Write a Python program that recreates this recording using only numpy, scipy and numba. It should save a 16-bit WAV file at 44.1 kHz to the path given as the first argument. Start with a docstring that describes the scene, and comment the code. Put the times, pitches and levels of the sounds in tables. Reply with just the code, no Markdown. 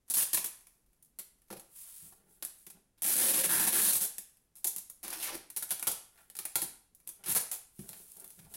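"""Packing tape is pulled off its roll and pressed onto a cardboard box on a wooden table, in a small room.
The glue lets go by stick-slip: trains of tiny slips make the taut film sizzle, the card rattle and the
hollow box boom. Knocks ring the box's modes, a fingertip stutters and groans along the tape, and
friction noise is heard as a palm sweeps over the lid and the box shuffles on the table."""
import sys
import numpy as np
from scipy import signal
from scipy.fft import rfft, irfft
from scipy.io import wavfile
from scipy.ndimage import uniform_filter1d
from numba import njit

SR = 44100
rng = np.random.default_rng(int(sys.argv[2]) if len(sys.argv) > 2 else 0)


def bounce(signal):
    """Save signal as a 16-bit WAV file at the path given by the first command-line argument."""
    frames = np.transpose(np.atleast_2d(signal))
    limited = np.clip(frames, -1, 1)
    pcm = np.round(limited * 32767).astype(np.int16)
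    wavfile.write(sys.argv[1], SR, pcm)


N = 377496
TIME = np.arange(N) / SR


def undb(db):
    """Definition of the decibel: level to amplitude gain."""
    return 10 ** (np.asarray(db) / 20)


def unit(x):
    """Normalisation to an rms of 1."""
    return x / np.sqrt(np.mean(x ** 2) + 1e-30)


def with_energy(x, db, seconds):
    """Equal energy: scale x to the energy of a sound that holds this level for so long."""
    return x * undb(db) * np.sqrt(seconds * SR / (np.sum(x ** 2) + 1e-30))


def ticks(seconds):
    """Sampling: the time axis of a short sound."""
    return np.arange(int(seconds * SR) + 1) / SR


def add(out, s, x):
    """Superposition: mix a sound in at a time in seconds."""
    i = int(s * SR)
    out[i:i + len(x)] += x[:max(len(out) - i, 0)]


def fader(s, db):
    """Amplitude envelope along a level curve, silent outside it."""
    return uniform_filter1d(undb(np.interp(TIME, s, db, left=-150, right=-150)), 256)


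def stroke(s, length, db, rise, sag, fall):
    """Envelope of one gesture: it builds, sags while held and dies away, each at its rate in dB per second."""
    t = TIME - s
    building = rise * np.maximum(-t, 0)
    held = sag * np.clip(t, 0, length)
    dying = fall * np.maximum(t - length, 0)
    return undb(db - np.minimum(building + held + dying, 150))


def response(points, size=1024):
    """Minimum phase: causal impulse response of a colour, from the cepstrum of its log gain."""
    hz, db = np.transpose(points)
    f = np.maximum(np.arange(size // 2 + 1) * SR / size, 1)
    log_gain = np.log(undb(np.interp(np.log(f), np.log(hz), db)))
    cepstrum = irfft(log_gain)
    cepstrum[1:size // 2] *= 2  # fold negative times onto positive ones
    cepstrum[size // 2 + 1:] = 0
    return irfft(np.exp(rfft(cepstrum)))


def through(x, ring):
    """Linear filtering: convolve a whole track with an impulse response."""
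    return signal.fftconvolve(x, ring)[:N]


@njit
def svf(x, hz, width):
    """Resonance: state-variable band-pass with a moving centre and a width relative to it."""
    y, b, l = np.empty(len(x)), 0., 0.
    for i in range(len(x)):
        g = np.tan(np.pi * hz[i] / SR)
        v = (b + g * (x[i] - l)) / (1 + g * (g + width))
        b, l, y[i] = 2 * v - b, l + 2 * g * v, width * v
    return y


def slips(size, rate, jitter, spread_db):
    """Stick-slip: pulses at uneven gaps and of uneven strength, the first one at once."""
    chance = rng.standard_normal((size // 6 + 2, 2))
    gaps = np.exp(jitter * chance[:, 0]) * SR / rate
    at = (np.cumsum(gaps) - gaps[0]).astype(int)
    strength = undb(spread_db * np.clip(chance[:, 1], -2, 2))
    strength[0] = undb(spread_db)
    inside = at < size
    return np.bincount(at[inside], strength[inside], size)


def fizz(pulses, life):
    """Shot noise: each pulse sets off noise whose amplitude decays with time constant life, in seconds."""
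    power = signal.lfilter([1], [1, -np.exp(-2 / (life * SR))], pulses ** 2)
    return np.sqrt(power) * rng.standard_normal(len(pulses))


# Colour of the quiet floor. Each row: frequency in Hz, relative level in dB.
FLOOR_COLOUR = [(20, 3), (40, 7), (80, -4), (160, -3), (400, -11.5), (1000, -21), (4000, -27.5),
                (10000, -24.5), (16000, -32)]
FLOOR_DB = -75


def quiet_floor():
    """Stationary random noise, coloured by a fixed filter."""
    return unit(through(rng.standard_normal(N), response(FLOOR_COLOUR, size=4096))) * undb(FLOOR_DB)


# Diffuse field of the room. Each row: frequency in Hz, reverberation time t60 in seconds, echo level in dB.
ROOM_DECAY = [(100, 0.37, -3), (300, 0.46, -9), (800, 0.46, -4.5), (2000, 0.47, -4.5), (4670, 0.42, -3.5),
              (10000, 0.4, -6.5), (16000, 0.2, -6)]


def echoes():
    """Diffuse reverberation of a small hard room: noise decays exponentially, the top treble first."""
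    hz, t60, db = np.transpose(ROOM_DECAY)
    t = np.arange(2 ** 15) / SR
    noise = rfft(rng.standard_normal(len(t)))
    log_f = np.log(np.maximum(np.arange(len(noise)) * SR / len(t), 1))
    build_up = np.clip((t - .002) / 0.0005, 0, 1)
    tail = 0
    for k, share in enumerate(np.eye(len(hz))):
        decay = build_up * np.exp(-np.log(1000) * t / t60[k])
        band = irfft(noise * np.interp(log_f, np.log(hz), share))
        tail = tail + undb(db[k]) * band * decay / np.sqrt(np.sum(decay ** 2))
    return tail


def room(x, count=4):
    """Source position: slips from ever different spots reach the walls along several sets of echo paths."""
    place = TIME * 160  # sets of paths passed per second, crossfaded in a circle
    out = x.copy()
    for k in range(count):
        distance = np.abs((place - k) % count - count / 2)
        out += through(x * np.cos(np.pi / 2 * np.minimum(distance, 1)), echoes())
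    return out


# Colour of skin on card. Each row: frequency in Hz, relative level in dB.
SKIN_COLOUR = [(300, -40), (600, -53), (900, -16), (1400, -18), (3000, -13), (6000, -10), (10500, 5),
               (13000, -1.5), (16000, -4)]
# Strokes of the palm over the lid, and at 6.174 s a fingertip sliding on the tape. Each row: start in seconds,
# length in seconds, level at the start in dB.
SKIN_SWEEPS = [(1.58, 0.0076, -61), (1.778, 0.3, -49), (2.312, 0.038, -65), (2.58, 0.049, -62),
               (6.174, .05, -64.5), (7.804, 0.007, -52.5), (7.89, 0.14, -52.5), (8.076, 0.36, -57),
               (8.528, .02, -57)]
SWEEP_RATES = dict(rise=242, sag=13.5, fall=172)  # dB per second


def sweeping():
    """Friction noise: skin slips over many card fibres and hisses."""
    fibres = fizz(slips(N, rate=2700, jitter=0.73, spread_db=-3), life=0.0035)
    power = sum(stroke(s, length, db, **SWEEP_RATES) ** 2 for s, length, db in SKIN_SWEEPS)
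    return unit(through(fibres, response(SKIN_COLOUR))) * np.sqrt(power)


# The box shuffling under the hands, and at 6.168 s a fingertip rubbing on the tape. Each row: start in #
# seconds, length in seconds, level at the start in dB, centre frequency in Hz.
BOX_SHUFFLES = [(1.874, 0.015, -72, 936), (2.054, 0.06, -67, 170), (2.212, 0.22, -73.5, 300),
                (2.755, 0.015, -67.5, 200), (6.168, 0.028, -66, 1310), (7.21, 0.058, -68.5, 500),
                (7.835, 0.069, -61.5, 130), (7.9, 0.096, -65, 326), (8.187, 0.056, -64.5, 337),
                (8.399, 0.083, -60, 100), (8.527, .03, -69, 170)]
SHUFFLE_RATES = dict(rise=343, sag=22, fall=207)  # dB per second


def shuffling(bodies):
    """Friction-driven modes: the box scuffs on the table and its panels answer; a brief fingertip rub on the
    tape is shaped the same way."""
    boxes = bodies[2]
    friction = fizz(slips(N, rate=510, jitter=0.94, spread_db=4.5), life=0.0033)
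    # the modes stand out of a broad scuffing
    panels = unit(through(friction, boxes[1])) + 3.5 * unit(friction)
    out = np.zeros(N)
    for s, length, db, hz in BOX_SHUFFLES:
        push = stroke(s, length, db, **SHUFFLE_RATES)
        out += unit(svf(panels, np.full(N, float(hz)), 1.2)) * push
    return out


# Panels and cavity of the box. Each row: mode frequency in Hz, mean level in dB, t60 in seconds at damping 1.
BOX_MODES = [(65.7, -3.5, 0.14), (100, -1.5, 0.062), (146, 1.5, 0.18), (170, -2.5, 0.12), (199, 3, 0.1),
             (250, -10, 0.24), (311, -6, 0.051), (340.4, 1, 0.13), (380, -1, 0.12), (418, -6, 0.11),
             (461, -7.5, 0.13), (533, -7.5, 0.16), (634, -9, 0.061), (697, -3, 0.17), (795.5, -2.5, 0.16),
             (913, 0, 0.056), (1140, -6, 0.049), (1230, -8.5, 0.056), (1384, 2.5, 0.053)]


def box_ring(damping=1.0):
    """Modal synthesis: decaying sines, weighted anew for each place of contact."""
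    hz, db, t60 = np.transpose(BOX_MODES)[:, :, None]
    t = ticks(.16)
    weight = undb(db + 4.3 * rng.standard_normal(hz.shape)) * rng.choice([-1, 1], hz.shape)
    decay = np.exp(-np.log(1000) * damping * t / t60)
    return np.sum(weight * np.sin(2 * np.pi * hz * t) * decay, axis=0)


def focus(ring, hz, span=1.57):
    """Mode selection by place of contact: low in the middle of a panel, high near a stiff corner."""
    low, high = hz / span, hz * span
    colour = [(low / 2, -16), (low, 0), (high, 0), (high * 2.04, -14), (high * 7, -38)]
    return signal.fftconvolve(ring, response(colour, size=2048))


# Knocks on the box, from a hand or a tug of the tape. Each row: start in seconds, level in dB over 10 ms,
# centre of the box's answer in Hz, edge rattle in dB over 10 ms.
BOX_KNOCKS = [(1.503, -50, 1290, -48.5), (1.509, -44.5, 350, -49), (1.526, -44.5, 560, -45),
              (1.567, -53, 300, -50.5), (2.024, -60, 114, -71), (2.124, -63.5, 900, -61),
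              (2.668, -60, 250, -55.5), (4.644, -49, 510, -43), (5.874, -41, 900, -67),
              (6.557, -39, 950, -53.5), (6.624, -46, 199, -59), (7.069, -67, 666, -68),
              (7.285, -55, 193, -62), (7.36, -41.5, 750, -34.5), (7.791, -41.5, 137, -52.5),
              (8.39, -59, 74.4, -54.5), (8.447, -57, 90, -62)]


def knocking(bodies):
    """Impact excitation: a knock rings the box's modes and a noise burst rattles the cut edge."""
    film, card, _ = bodies
    out, t = np.zeros(N), ticks(0.014)
    edge = card + 1.38 * film
    for s, db, box_hz, rattle_db in BOX_KNOCKS:
        add(out, s, with_energy(focus(box_ring(damping=1.15), box_hz), db, 1 / 100))
        rattle = rng.standard_normal(len(t)) * np.exp(-t / 0.017)
        add(out, s, with_energy(signal.fftconvolve(rattle, edge), rattle_db, 1 / 100))
    return out


# Fingertip dragged along the taped seam. Each row: time in seconds, card level in dB, film relative to
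# card in dB, box relative to card in dB.
FINGER_DRAG = [(5.031, -59, 3, 6), (5.045, -53, -1, -5), (5.135, -51.5, 3, -11), (5.2, -54, 8, -5),
               (5.24, -44.5, 10, -21), (5.325, -50, -2.5, -7.5), (5.355, -46.5, 7, -3),
               (5.38, -66, 11.5, 6), (5.45, -81, -7, -10)]
# Groan of the slowing fingertip. Each row: time in seconds, pitch in Hz, level in dB.
FINGER_GROAN = [(5.2, 2970, -54), (5.24, 2510, -47), (5.275, 2000, -55), (5.306, 563, -55.5),
                (5.355, 480, -51.5), (5.39, 383, -68)]


def dragging(bodies):
    """Stick-slip friction: a fingertip stutters along the seam and groans lower as it comes to rest."""
    film, card, boxes = bodies
    s, card_db, film_db, box_db = np.transpose(FINGER_DRAG)
    pulses = slips(N, rate=540, jitter=.7, spread_db=2.5)
    grit = fizz(pulses, life=0.0039)
    out = unit(through(grit, card)) * fader(s, card_db)
    out += unit(through(grit, film)) * fader(s, card_db + film_db)
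    out += unit(through(pulses, focus(boxes[0], hz=420))) * fader(s, card_db + box_db)
    s, pitch, db = np.transpose(FINGER_GROAN)
    hz = np.interp(TIME, s, pitch)
    groan = svf(svf(grit, hz, 0.92), hz, 0.92) / np.sqrt(hz)  # even out the growing bandwidth
    return out + unit(groan) * fader(s, db)


# Colour of the taut film. Each row: frequency in Hz, relative level in dB.
FILM_COLOUR = [(1500, -32), (3500, -18), (5000, -15.5), (7000, -8.5), (8500, -5), (9700, 0), (10600, 2.5),
               (11500, 0.5), (12500, -3), (14000, -5), (16000, -10.5)]
# Mean colour of the card. Each row: frequency in Hz, relative level in dB.
CARD_COLOUR = [(250, -16), (550, -4.5), (800, -1), (930, 0.5), (1250, -3), (1500, -1.5), (1780, 0.5),
               (2080, -2), (2330, 0.2), (3000, -2), (4300, -0.5), (6000, -4), (10000, -55.5)]


def taped_box():
    """Linear radiators: impulse responses of film and card, and of the box at eight places of contact."""
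    boxes = [box_ring(damping=1.28) for _ in range(8)]
    return response(FILM_COLOUR), response(CARD_COLOUR), boxes


def radiate(pulses, bodies, film_db, card_db, box_db, box_hz, span, seconds):
    """Source and radiator: one train of slips is heard from the film, the card and the hollow box."""
    film, _, boxes = bodies
    box = focus(boxes[rng.integers(len(boxes))], box_hz, span)
    # every tug pulls at another spot of the card and favours other resonances
    hz, db = np.transpose(CARD_COLOUR)
    card = response(np.column_stack([hz, db + 1.85 * rng.standard_normal(len(hz))]))
    pulses = np.pad(pulses, (0, 1024))
    # a sharp crack, then a brief flutter running along the strip
    crack = 1.5 * pulses + fizz(pulses, life=.0005)
    flutter = fizz(pulses, life=0.012)
    film_force = crack + 0.18 * flutter
    card_force = fizz(pulses, life=0.00064) + 0.31 * fizz(pulses, life=.007)
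    paths = [(film_force, film, film_db),
             (card_force, card, film_db + card_db),
             (pulses, box, film_db + box_db)]
    out = np.zeros(len(pulses) + len(box))
    for force, ring, db in paths:
        add(out, 0, with_energy(signal.fftconvolve(force, ring), db, seconds))
    return out


SNAP_BOX_DB, SNAP_BOX_SHARE = -17.5, 0.44  # the box's boom grows with a share of the card's dB


def snap(bodies, length, film_db, card_db):
    """Sudden release: a patch of glue gives way at once, and smaller slips run on behind it."""
    t = ticks(3.5 * length)
    pulses = np.exp(-(t / (1.68 * length)) ** 2) * slips(len(t), rate=750, jitter=.6, spread_db=1.0)
    box_db = SNAP_BOX_DB + SNAP_BOX_SHARE * card_db
    return radiate(pulses, bodies, film_db, card_db, box_db, box_hz=408, span=1.97, seconds=1 / 100)


# Tape sitting under strain. Each row: start in seconds, end in seconds, mean film level of a tick in dB
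# over 10 ms.
HELD_STRAINS = [(0.517, 0.718, -60.5), (.85, 1, -73), (1.386, 1.48, -68.5), (4.28, 4.38, -66.5),
                (6.975, 7.05, -65.5)]
CREEP_DB = -34  # relative to the jerk or snap
CREEP_RISE, CREEP_FALL = 696, 101.5  # dB per second
TICKS_PER_S, TICK_SPREAD_DB, TICK_S, TICK_CARD_DB = 14, 2.5, .002, -10.5  # card relative to film
STRAIN_FIZZ_DB = -9.5  # relative to a tick


def creeping(bodies):
    """Creep: strained glue fizzes faintly around each release, and lone threads tick at uneven moments."""
    film, card, _ = bodies
    s, _, db = np.transpose([row[:3] for row in TAPE_PULLS + TAPE_SNAPS])[:, :, None]
    grid = TIME[::128]
    slope = np.maximum(CREEP_RISE * (s - grid), CREEP_FALL * (grid - s))
    release_db = np.max(db - slope, axis=0)
    strain, out = fader(grid, release_db + CREEP_DB), np.zeros(N)
    for start, end, tick_db in HELD_STRAINS:
        held = stroke(start, end - start, tick_db + STRAIN_FIZZ_DB, CREEP_RISE, 0, CREEP_FALL)
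        strain = np.maximum(strain, held)
        # one tick somewhere in the first half of each slot
        for slot in np.arange(start, end, 1 / TICKS_PER_S):
            film_db = tick_db + TICK_SPREAD_DB * rng.standard_normal()
            tick = snap(bodies, TICK_S, film_db, TICK_CARD_DB)
            add(out, slot + rng.random() / TICKS_PER_S / 2, tick)
    threads = fizz(slips(N, rate=900, jitter=.7, spread_db=2.0), life=.002)
    return out + unit(through(threads, film + 0.34 * card)) * strain


# Snaps of the stretched tape. Each row: start in seconds, nominal length in seconds, film level in dB over
# 10 ms, card relative to film in dB.
TAPE_SNAPS = [(0.08, .011, -56, -12), (.1, 0.012, -26.5, -23.5), (0.444, .0033, -31, -14),
              (.46, 0.0031, -33.5, -31), (1.026, 0.0022, -57.5, -31), (1.048, 0.0093, -62, -32),
              (1.188, 0.011, -37.5, -14.5), (1.597, 0.0043, -49, -14), (2.425, 0.003, -36.5, -9.5),
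              (2.45, 0.0012, -34, -23), (2.666, 0.0033, -47, -14.5), (2.701, 0.0042, -47.5, -14),
              (2.978, 0.014, -64.5, -6), (3.021, 0.00085, -31.5, -21), (3.026, .001, -35, -21),
              (3.033, 0.0013, -30, -22), (4.183, 0.0011, -35, -18.5), (4.555, 0.024, -48.5, -20),
              (4.644, 0.0044, -26.5, -22), (4.669, 0.0084, -25.5, -34), (4.763, 0.0008, -33, -22.5),
              (4.782, 0.0047, -38, -21), (4.899, 0.002, -43, -21), (5.03, 0.017, -39, -13),
              (5.08, 0.0023, -38.5, -12), (5.104, 0.0018, -39, -11), (5.128, 0.0087, -36, -6),
              (5.502, .0039, -44, -15.5), (5.564, 0.0094, -29, -17.5), (5.625, 0.0053, -33, -13),
              (5.69, 0.023, -42, -14), (5.707, 0.009, -25.5, -13.5), (5.796, 0.0016, -39.5, -14),
              (5.8265, 0.0021, -32.5, -10.5), (5.87, 0.0077, -22.5, -12.5), (5.914, 0.0056, -32, -18),
              (6.3, 0.0012, -50, -11), (6.353, 0.0033, -46, -11), (6.367, 0.0035, -42, -15),
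              (6.389, .0027, -34.5, -10.5), (6.453, 0.0022, -33, -13.5), (6.556, 0.0018, -22, -12.5),
              (6.618, .012, -27.5, -16), (6.949, 0.004, -55.5, -43.5), (7.075, 0.0022, -40, -20.5),
              (7.09, 0.0046, -40.5, -18.5), (7.238, 0.015, -45, -6), (7.404, 0.0068, -36, -20),
              (7.515, 0.0017, -33, -19), (7.518, 0.023, -32.5, -15.5), (7.891, .0015, -43, -13.5),
              (7.931, 0.0036, -51, -3), (8.119, 0.0028, -51, -28), (8.168, 0.0025, -50.5, -40),
              (8.199, 0.0038, -46.5, -36), (8.243, 0.0029, -47, -17), (8.278, 0.00088, -52, -35),
              (8.304, .001, -50, -17), (8.539, 0.012, -41.5, -11.5)]


def snapping(bodies):
    """Release of stored strain: the tape snaps as it is stretched and pressed down."""
    out = np.zeros(N)
    for s, length, film_db, card_db in TAPE_SNAPS:
        add(out, s, snap(bodies, length, film_db, card_db))
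    return out


# Tape unwinding in jerks. Each row: start in seconds, length in seconds, film level in dB, card relative to
# film in dB, box relative to film in dB.
TAPE_PULLS = [(.139, 0.019, -25, -20.5, -37.5), (0.169, 0.06, -25, -17.5, -33.5),
              (0.332, 0.016, -21.5, -16, -27), (.372, 0.0076, -26.5, -9.5, -24),
              (3.043, .1, -28, -15.5, -25), (3.156, 0.16, -26.5, -14, -19.5),
              (3.335, 0.079, -27.5, -12.5, -18), (3.437, 0.022, -24.5, -13, -19),
              (3.493, .16, -27.5, -11.5, -19.5), (3.668, 0.02, -23, -12.5, -18),
              (3.725, 0.08, -26.5, -12, -19.5), (3.816, 0.092, -25, -15.5, -24.5),
              (3.926, 0.048, -26, -20, -27), (4.006, 0.046, -29.5, -18.5, -26),
              (7.26, 0.051, -39, -10, -15), (7.284, .042, -30, -15.5, -21.5),
              (7.35, 0.025, -23, -15, -26.5)]
# The strip tugs at other parts of the lid. 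Each row: time in seconds, centre of the box's answer in Hz.
STRIP_TUG = [(.4, 199), (3.2, 374), (3.5, 285), (7.3, 210)]
PULL_STOP_S = 0.0051  # time constant at the end of a jerk
# the strip rings while it is held most taut; the width of each filter pass is relative to the pitch
TAUT_S, TAUT_LENGTH_S, TAUT_HZ, TAUT_WIDTH, TAUT_DB = 3.49, 0.21, 1680, 0.28, -50


def unwinding(bodies):
    """Stick-slip peeling: the peel line judders for as long as each jerk lasts; pulled tight, the strip rings."""
    out = np.zeros(N)
    for s, length, film_db, card_db, box_db in TAPE_PULLS:
        t = ticks(length + 0.054)
        tension = np.exp(-np.maximum(t - length, 0) / PULL_STOP_S)
        pulses = tension * slips(len(t), rate=450, jitter=.5, spread_db=1.0)
        box_hz = np.interp(s, *np.transpose(STRIP_TUG))
        add(out, s, radiate(pulses, bodies, film_db, card_db, box_db, box_hz, span=1.56, seconds=length))
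    taut = stroke(TAUT_S, TAUT_LENGTH_S, 0, rise=53, sag=5, fall=53)
    hz = np.full(N, float(TAUT_HZ))
    ring = svf(svf(out * taut, hz, TAUT_WIDTH), hz, TAUT_WIDTH)
    return out + with_energy(ring, TAUT_DB, TAUT_LENGTH_S)


def scene():
    """Superposition: all the handwork in the room, over a quiet floor."""
    bodies = taped_box()
    hands = sweeping() + shuffling(bodies) + knocking(bodies) + dragging(bodies)
    tape = creeping(bodies) + snapping(bodies) + unwinding(bodies)
    return (room(hands + tape) + quiet_floor())[None]


def record(dry):
    """Saturation and band limit: the microphone rounds the loudest peaks; the top is cut."""
    ceiling = .14
    rounded = ceiling * np.tanh(dry / ceiling)
    low_pass = signal.ellip(10, .2, 70, 15950, fs=SR, output="sos")  # edge in Hz
    return signal.sosfilt(low_pass, rounded)


dry = scene()
out = record(dry)
bounce(out)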